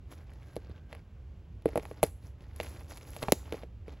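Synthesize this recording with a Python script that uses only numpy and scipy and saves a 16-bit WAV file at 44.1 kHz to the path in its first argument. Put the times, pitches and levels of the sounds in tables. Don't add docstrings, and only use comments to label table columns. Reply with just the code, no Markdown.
import sys
import numpy as np
from scipy import signal
from scipy.fft import rfft, irfft, next_fast_len
from scipy.io import wavfile
from scipy.ndimage import uniform_filter1d, map_coordinates

SR = 44100
rng = np.random.default_rng(int(sys.argv[2]) if len(sys.argv) > 2 else 0)


def persist_wave(psi):
    counts = np.round(np.clip(psi, -1, 1) * 32767).astype(np.int16)
    wavfile.write(sys.argv[1], SR, np.atleast_2d(counts).T)


N = 176400

# (frequency [Hz], level [dB], t60 [s])
FLEX_MODES = [(66.7, -21, .16), (142, 12, 0.023)]


def taps():
    # (time [s], knock [dB], knock pitch [Hz], flex [dB], crack [dB], crack centre [Hz], tick [dB])
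    hits = [(0.336, -60, 695, -74, -60, 5000, -61), (0.557, -67, 697, -74, -50.5, 4540, -50),
            (0.5652, -25, 613, -39, -42, 4500, -45.5), (.696, -44, 500, -44, -57, 1000, -68),
            (0.9281, -40, 694, -58, -38.5, 1940, -53), (0.9499, -43, 900, -66, -46, 2030, -54),
            (1.622, -57, 700, -78, -60, 4000, -64.5), (1.6575, -13, 546, -29, -36, 1630, -39),
            (1.68, -36, 516, -50, -49, 2190, -60), (1.689, -34.5, 740, -55, -46.5, 1980, -53.5),
            (1.732, -40, 487, -63, -55.5, 2000, -67), (1.7572, -16, 680, -37, -33.5, 1290, -39),
            (1.7757, -17, 660, -36, -34, 1980, -35), (1.7966, -44, 800, -43, -43, 2190, -59),
            (1.832, -42.5, 695, -54, -49, 1500, -55), (1.8535, -39, 920, -54, -40.5, 1760, -50),
            (1.9127, -32, 611, -47, -45.5, 1290, -57), (2.0302, -9.5, 730, -57, -23.5, 2400, -18.5),
            (2.0362, -27.5, 560, -25.5, -27, 3800, -21), (2.407, -68.5, 701, -46, -55.5, 3440, -71),
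            (2.562, -79, 704, -73, -55, 7500, -45), (2.601, -23, 698, -66, -27.5, 2400, -43.5),
            (2.6104, -64, 704, -63, -38.5, 3800, -48), (2.631, -59, 790, -62, -40.5, 2380, -48),
            (2.647, -43, 790, -65.5, -45, 4500, -54), (2.661, -67, 800, -68, -45.5, 3000, -55),
            (2.8087, -48, 870, -70, -49, 1680, -60), (2.9203, -41.5, 680, -68, -43.5, 1270, -51),
            (2.973, -70, 800, -70, -44, 5960, -46.5), (2.978, -74, 800, -75, -47.5, 3500, -50.5),
            (3.011, -68, 900, -73.5, -48, 2520, -58), (3.1646, -34.5, 750, -48.5, -40.5, 3350, -42.5),
            (3.2254, -56, 845, -49, -38, 3800, -42.5), (3.2283, -27, 686, -34.5, -30, 3730, -38.5),
            (3.2361, -38, 836, -37, -31.5, 1010, -39.5), (3.2837, -20.5, 930, -29, -29, 1400, -61.5),
            (3.524, -26, 536, -47.5, -33.5, 3000, -43.5), (3.5423, -30, 580, -46, -44.5, 2000, -59),
            (3.6337, -33.5, 643, -50, -47.5, 1777, -71), (3.881, -36, 543, -53, -49.5, 2200, -62)]
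    # (frequency [Hz], level [dB])
    tick_spectrum = [(1000, -30.5), (4000, -17.5), (7200, -10), (8600, 0), (10000, 3.5), (11400, 1.5),
                     (12800, -8), (15500, -14.5), (17000, -33.5)]
    out, t = np.zeros(N), np.arange(SR // 5) / SR
    for start_s, knock_db, knock_hz, flex_db, crack_db, crack_hz, tick_db in hits:
        sheet = amp(knock_db) * knock(t, knock_hz) + amp(flex_db) * ring(t, FLEX_MODES)
        paper = amp(crack_db) * crack(t, crack_hz)
        tick = amp(tick_db) * burst(t, tick_spectrum, t60_s=0.0059)
        add(out, start_s, sheet + paper + tick)
    return out


def knock(t, hz):
    # (frequency [Hz], level [dB], t60 [s])
    sheet_modes = [(285, -11.5, 0.034), (434.3, -9.5, 0.076)]

    def wave(delay_s, f):
        return bend(t - delay_s, f, end_hz=0.62 * f, settle_s=0.003, peak_s=0.85 / f, shape=1.2)

    edge_return = amp(-6) * wave(0.006004, 0.83 * hz)
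    detune = 1 + .04 * rng.uniform(-0.85, 1)
    return wave(0, hz) + edge_return - ring(t * detune, sheet_modes)


def bend(t, start_hz, end_hz, settle_s, peak_s, shape):
    t = np.maximum(t, 0)
    cycles = end_hz * t + (start_hz - end_hz) * settle_s * (1 - np.exp(-t / settle_s))
    envelope = (t / peak_s * np.exp(1 - t / peak_s)) ** shape
    return -envelope * np.sin(2 * np.pi * cycles)


def ring(t, modes, rise_s=.002):
    tones = sum(amp(db) * fade(t, t60_s) * np.sin(2 * np.pi * hz * t) for hz, db, t60_s in modes)
    return (1 - np.exp(-t / rise_s)) * tones


def crack(t, centre_hz, hump_db=7, width_oct=.38, fall_db_per_oct=8):
    # (frequency [Hz], level [dB])
    paper_spectrum = [(300, -8), (850, 4), (1550, -6), (2200, 2), (2700, -1), (3300, -6), (4200, -5),
                      (5500, -13), (7500, -10), (16000, -28)]
    hz = np.geomspace(100, SR / 2, num=60)
    octaves = np.log2(hz / centre_hz)
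    hump = hump_db * np.exp(-(octaves / width_oct) ** 2 / 2)
    rolloff = fall_db_per_oct * np.maximum(octaves - 1, 0)
    spectrum = np.transpose([hz, along(paper_spectrum, hz) + hump - rolloff])
    return burst(t, spectrum, t60_s=0.012)


def burst(t, spectrum, t60_s, rise_s=0.000091, click_delay_s=.0004):
    settling = amp(-21) * fade(t, t60_s=0.021)
    spray = (1 - np.exp(-t / rise_s)) * (fade(t, t60_s) + settling) * rng.standard_normal(len(t))
    click = amp(-4) * (np.arange(len(t)) == round(click_delay_s * SR))
    snap = spray / np.linalg.norm(spray) - click
    hz = np.fft.rfftfreq(len(t), 1 / SR)
    uneven_db = 10 * np.log10(uniform_filter1d(np.abs(rfft(snap)) ** 2, size=120))
    impulse = minimum_phase(np.transpose([hz, along(spectrum, hz) - uneven_db]))
    shaped = signal.fftconvolve(snap, impulse)[:len(t)]
    return shaped / np.linalg.norm(shaped) * np.sqrt(SR / 1000)


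def puncture(start_s=3.3219, thump_db=-10.5, snap_db=-12.5):
    # (frequency [Hz], level [dB])
    tear_spectrum = [(300, -10), (900, -2), (1550, -9), (2100, 3), (3200, -3), (4000, 1), (5200, -4),
                     (7200, -1), (8900, -4), (11000, 2), (12800, -5), (15200, -6), (16500, -18)]
    out, t = np.zeros(N), np.arange(SR // 5) / SR
    give = bend(t, start_hz=774, end_hz=139, settle_s=0.0032, peak_s=.0016, shape=0.76)
    thump = give + amp(-14) * ring(t, FLEX_MODES)
    snap = burst(t, tear_spectrum, t60_s=0.0036)
    add(out, start_s, amp(thump_db) * thump + amp(snap_db) * snap)
    return out


def rubbing(rise_s=0.021, fall_s=0.054, waver_db=2):
    # (start [s], length [s], scrape [dB], hiss [dB])
    strokes = [(0.083, 0.033, -59, -74), (0.115, 0.012, -41, -45), (0.153, 0.11, -62, -76),
               (0.255, 0.2, -62.5, -84.5), (0.416, 0.21, -64, -75), (0.593, 0.23, -64, -105),
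               (0.881, 0.13, -59, -79), (1.658, 0.11, -53.5, -70), (1.753, 0.067, -49, -63.5),
               (1.811, 0.13, -59.5, -64.5), (1.903, 0.15, -63, -79.5), (2.032, 0.035, -42, -46),
               (2.224, 0.077, -59.5, -63.5), (2.378, 0.29, -65, -82.5), (2.561, 0.11, -60, -62.5),
               (2.61, 0.14, -54.5, -58), (2.706, 0.17, -58.5, -65.5), (2.843, 0.23, -65, -74),
               (2.882, 0.13, -55.5, -58.5), (3.006, 0.088, -58, -66), (3.057, 0.28, -56.5, -59),
               (3.202, 0.12, -50, -61.5), (3.275, 0.25, -62, -77), (3.447, 0.21, -58, -73.5),
               (3.536, 0.093, -53.5, -63), (3.614, 0.032, -53, -83), (3.859, 0.14, -61.5, -82.5)]
    # (frequency [Hz], level [dB])
    scrape_spectrum = [(100, -11.5), (250, 13), (480, 10.5), (900, 6), (1600, 0), (2200, -2), (3100, -7.5),
                       (5000, -11), (8000, -24), (16000, -26)]
    # (frequency [Hz], level [dB])
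    hiss_spectrum = [(1500, -15.5), (4000, -1.5), (7200, 1.5), (8700, -4.5), (10200, 7), (11500, 5.5),
                     (12800, -2.5), (15600, -3.5), (16300, -35.5)]
    t = np.arange(N) / SR
    scrape_power, hiss_power = np.zeros(N), np.zeros(N)
    for start_s, length_s, scrape_db, hiss_db in strokes:
        ramp = np.minimum((t - start_s) / rise_s, (start_s + length_s - t) / fall_s)
        envelope = np.clip(ramp / 2 + .5, 0, 1) ** 2
        scrape_power += (amp(scrape_db) * envelope) ** 2
        hiss_power += (amp(hiss_db) * envelope) ** 2
    waver = amp(waver_db * wobble(knots_per_s=45))
    scrape = np.sqrt(scrape_power) * coloured(friction(), scrape_spectrum)
    hiss = np.sqrt(hiss_power) * coloured(friction(), hiss_spectrum)
    return waver * (scrape + hiss)


def friction(catches_per_s=380, centre_hz=4500, spread_db=5.5, decay_cycles=1.6, catch_share=0.46):
    onsets = np.flatnonzero(rng.random(N) < catches_per_s / SR)[:, None]
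    hz = np.clip(centre_hz * 2 ** rng.standard_normal(N)[onsets], 700, 15000)
    size = amp(spread_db * np.minimum(rng.exponential(size=N)[onsets], 2.6))
    offsets = np.arange(256)
    cycles = hz * offsets / SR
    ticks = size * hz * np.exp(-cycles / decay_cycles) * np.sin(2 * np.pi * cycles)
    catches = unit(np.bincount((onsets + offsets).ravel(), ticks.ravel(), N)[:N])
    return np.sqrt(catch_share) * catches + np.sqrt(1 - catch_share) * rng.standard_normal(N)


def room(x, tail_db=-20):
    # (delay [s], level [dB])
    echoes = [(.0036, -17), (.0105, -22)]
    # (frequency [Hz], t60 [s])
    tail_t60 = [(100, .25), (500, .2), (2000, .25), (7000, .38), (11000, .37), (16000, .3)]
    # (frequency [Hz], level [dB])
    tail_spectrum = [(100, -2), (500, -6), (2000, -6), (4800, -2), (7200, 2), (11000, -4), (14000, 0)]
    hz, t, noise = signal.stft(rng.standard_normal(SR // 2), SR, nperseg=256)
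    bands = noise * fade(t, along(tail_t60, hz)[:, None]) * amp(along(tail_spectrum, hz))[:, None]
    tail = signal.istft(bands, SR, nperseg=256)[1]
    near = filtered(x, lambda f: sum(amp(db) * np.exp(-2j * np.pi * f * s) for s, db in echoes))
    return x + near + amp(tail_db) * signal.fftconvolve(x, tail / np.linalg.norm(tail))[:N]


def whine(centre_hz=1570, width_hz=80, level_db=-75, peak_s=.7, spread_s=.28):
    band = filtered(rng.standard_normal(N), lambda hz: np.exp(-((hz - centre_hz) / width_hz) ** 2))
    swell = np.exp(-((np.arange(N) / SR - peak_s) / spread_s) ** 2 / 2)
    return amp(level_db) * swell * unit(band)


def rumble(level_db=-47):
    # (frequency [Hz], level [dB])
    air_spectrum = [(20, -43.5), (30, -24), (42, -13.5), (55, -4), (72, -2), (100, -9), (140, -16.5),
                    (190, -22.5), (280, -30.5), (450, -33), (860, -42.5), (1800, -49), (2800, -49),
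                    (4000, -56), (8600, -65.5), (15700, -67.5), (16300, -82)]
    return amp(level_db) * coloured(rng.standard_normal(N), air_spectrum)


def amp(db):
    return 10 ** (np.asarray(db) / 20)


def unit(x):
    return x / np.sqrt(np.mean(x ** 2) + 1e-20)


def fade(t, t60_s):
    return np.exp(-np.log(1000) * t / t60_s)


def along(points, hz):
    knots_hz, values = np.transpose(points)
    return np.interp(np.log(hz + 1), np.log(knots_hz + 1), values)


def filtered(x, response):
    size = next_fast_len(N + SR // 2)
    return irfft(rfft(x, size) * response(np.fft.rfftfreq(size, 1 / SR)), size)[..., :N]


def coloured(x, spectrum):
    return unit(filtered(x, lambda hz: amp(along(spectrum, hz))))


def minimum_phase(spectrum, size=512):
    cepstrum = irfft(np.log(amp(along(spectrum, np.fft.rfftfreq(size, 1 / SR)))))
    cepstrum[1:size // 2] *= 2
    cepstrum[size // 2 + 1:] = 0
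    return irfft(np.exp(rfft(cepstrum)))


def wobble(knots_per_s):
    knots = rng.standard_normal(int(N * knots_per_s / SR) + 4)
    return map_coordinates(knots, [np.arange(N) * knots_per_s / SR])


def add(track, start_s, sound):
    part = track[round(start_s * SR):][:len(sound)]
    part += sound[:len(part)]


def scene():
    # (frequency [Hz], left lead [rad])
    phase = [(20, 0), (250, .05), (900, .24), (2000, .1), (3100, -.75), (5000, -.35), (7700, -.35),
             (8350, -3), (9400, -2.95), (10400, -.9), (11600, .5), (13000, 2.6), (14700, 5.3), (16200, 6.6)]
    # (frequency [Hz], left minus right [dB])
    balance = [(30, -1), (120, -1.4), (300, -1.1), (1000, -.1), (16000, .2)]
    mono = room(taps() + puncture() + rubbing()) + whine() + rumble()
    sides = np.array([[.5], [-.5]])
    return filtered(mono, lambda hz: amp(sides * along(balance, hz)) * np.exp(1j * sides * along(phase, hz)))


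def record(dry):
    top_hz, taper_hz = 16900, 1100
    return filtered(dry, lambda hz: np.clip((top_hz - hz) / taper_hz, 0, 1) ** 2)


dry = scene()
out = record(dry)
persist_wave(out)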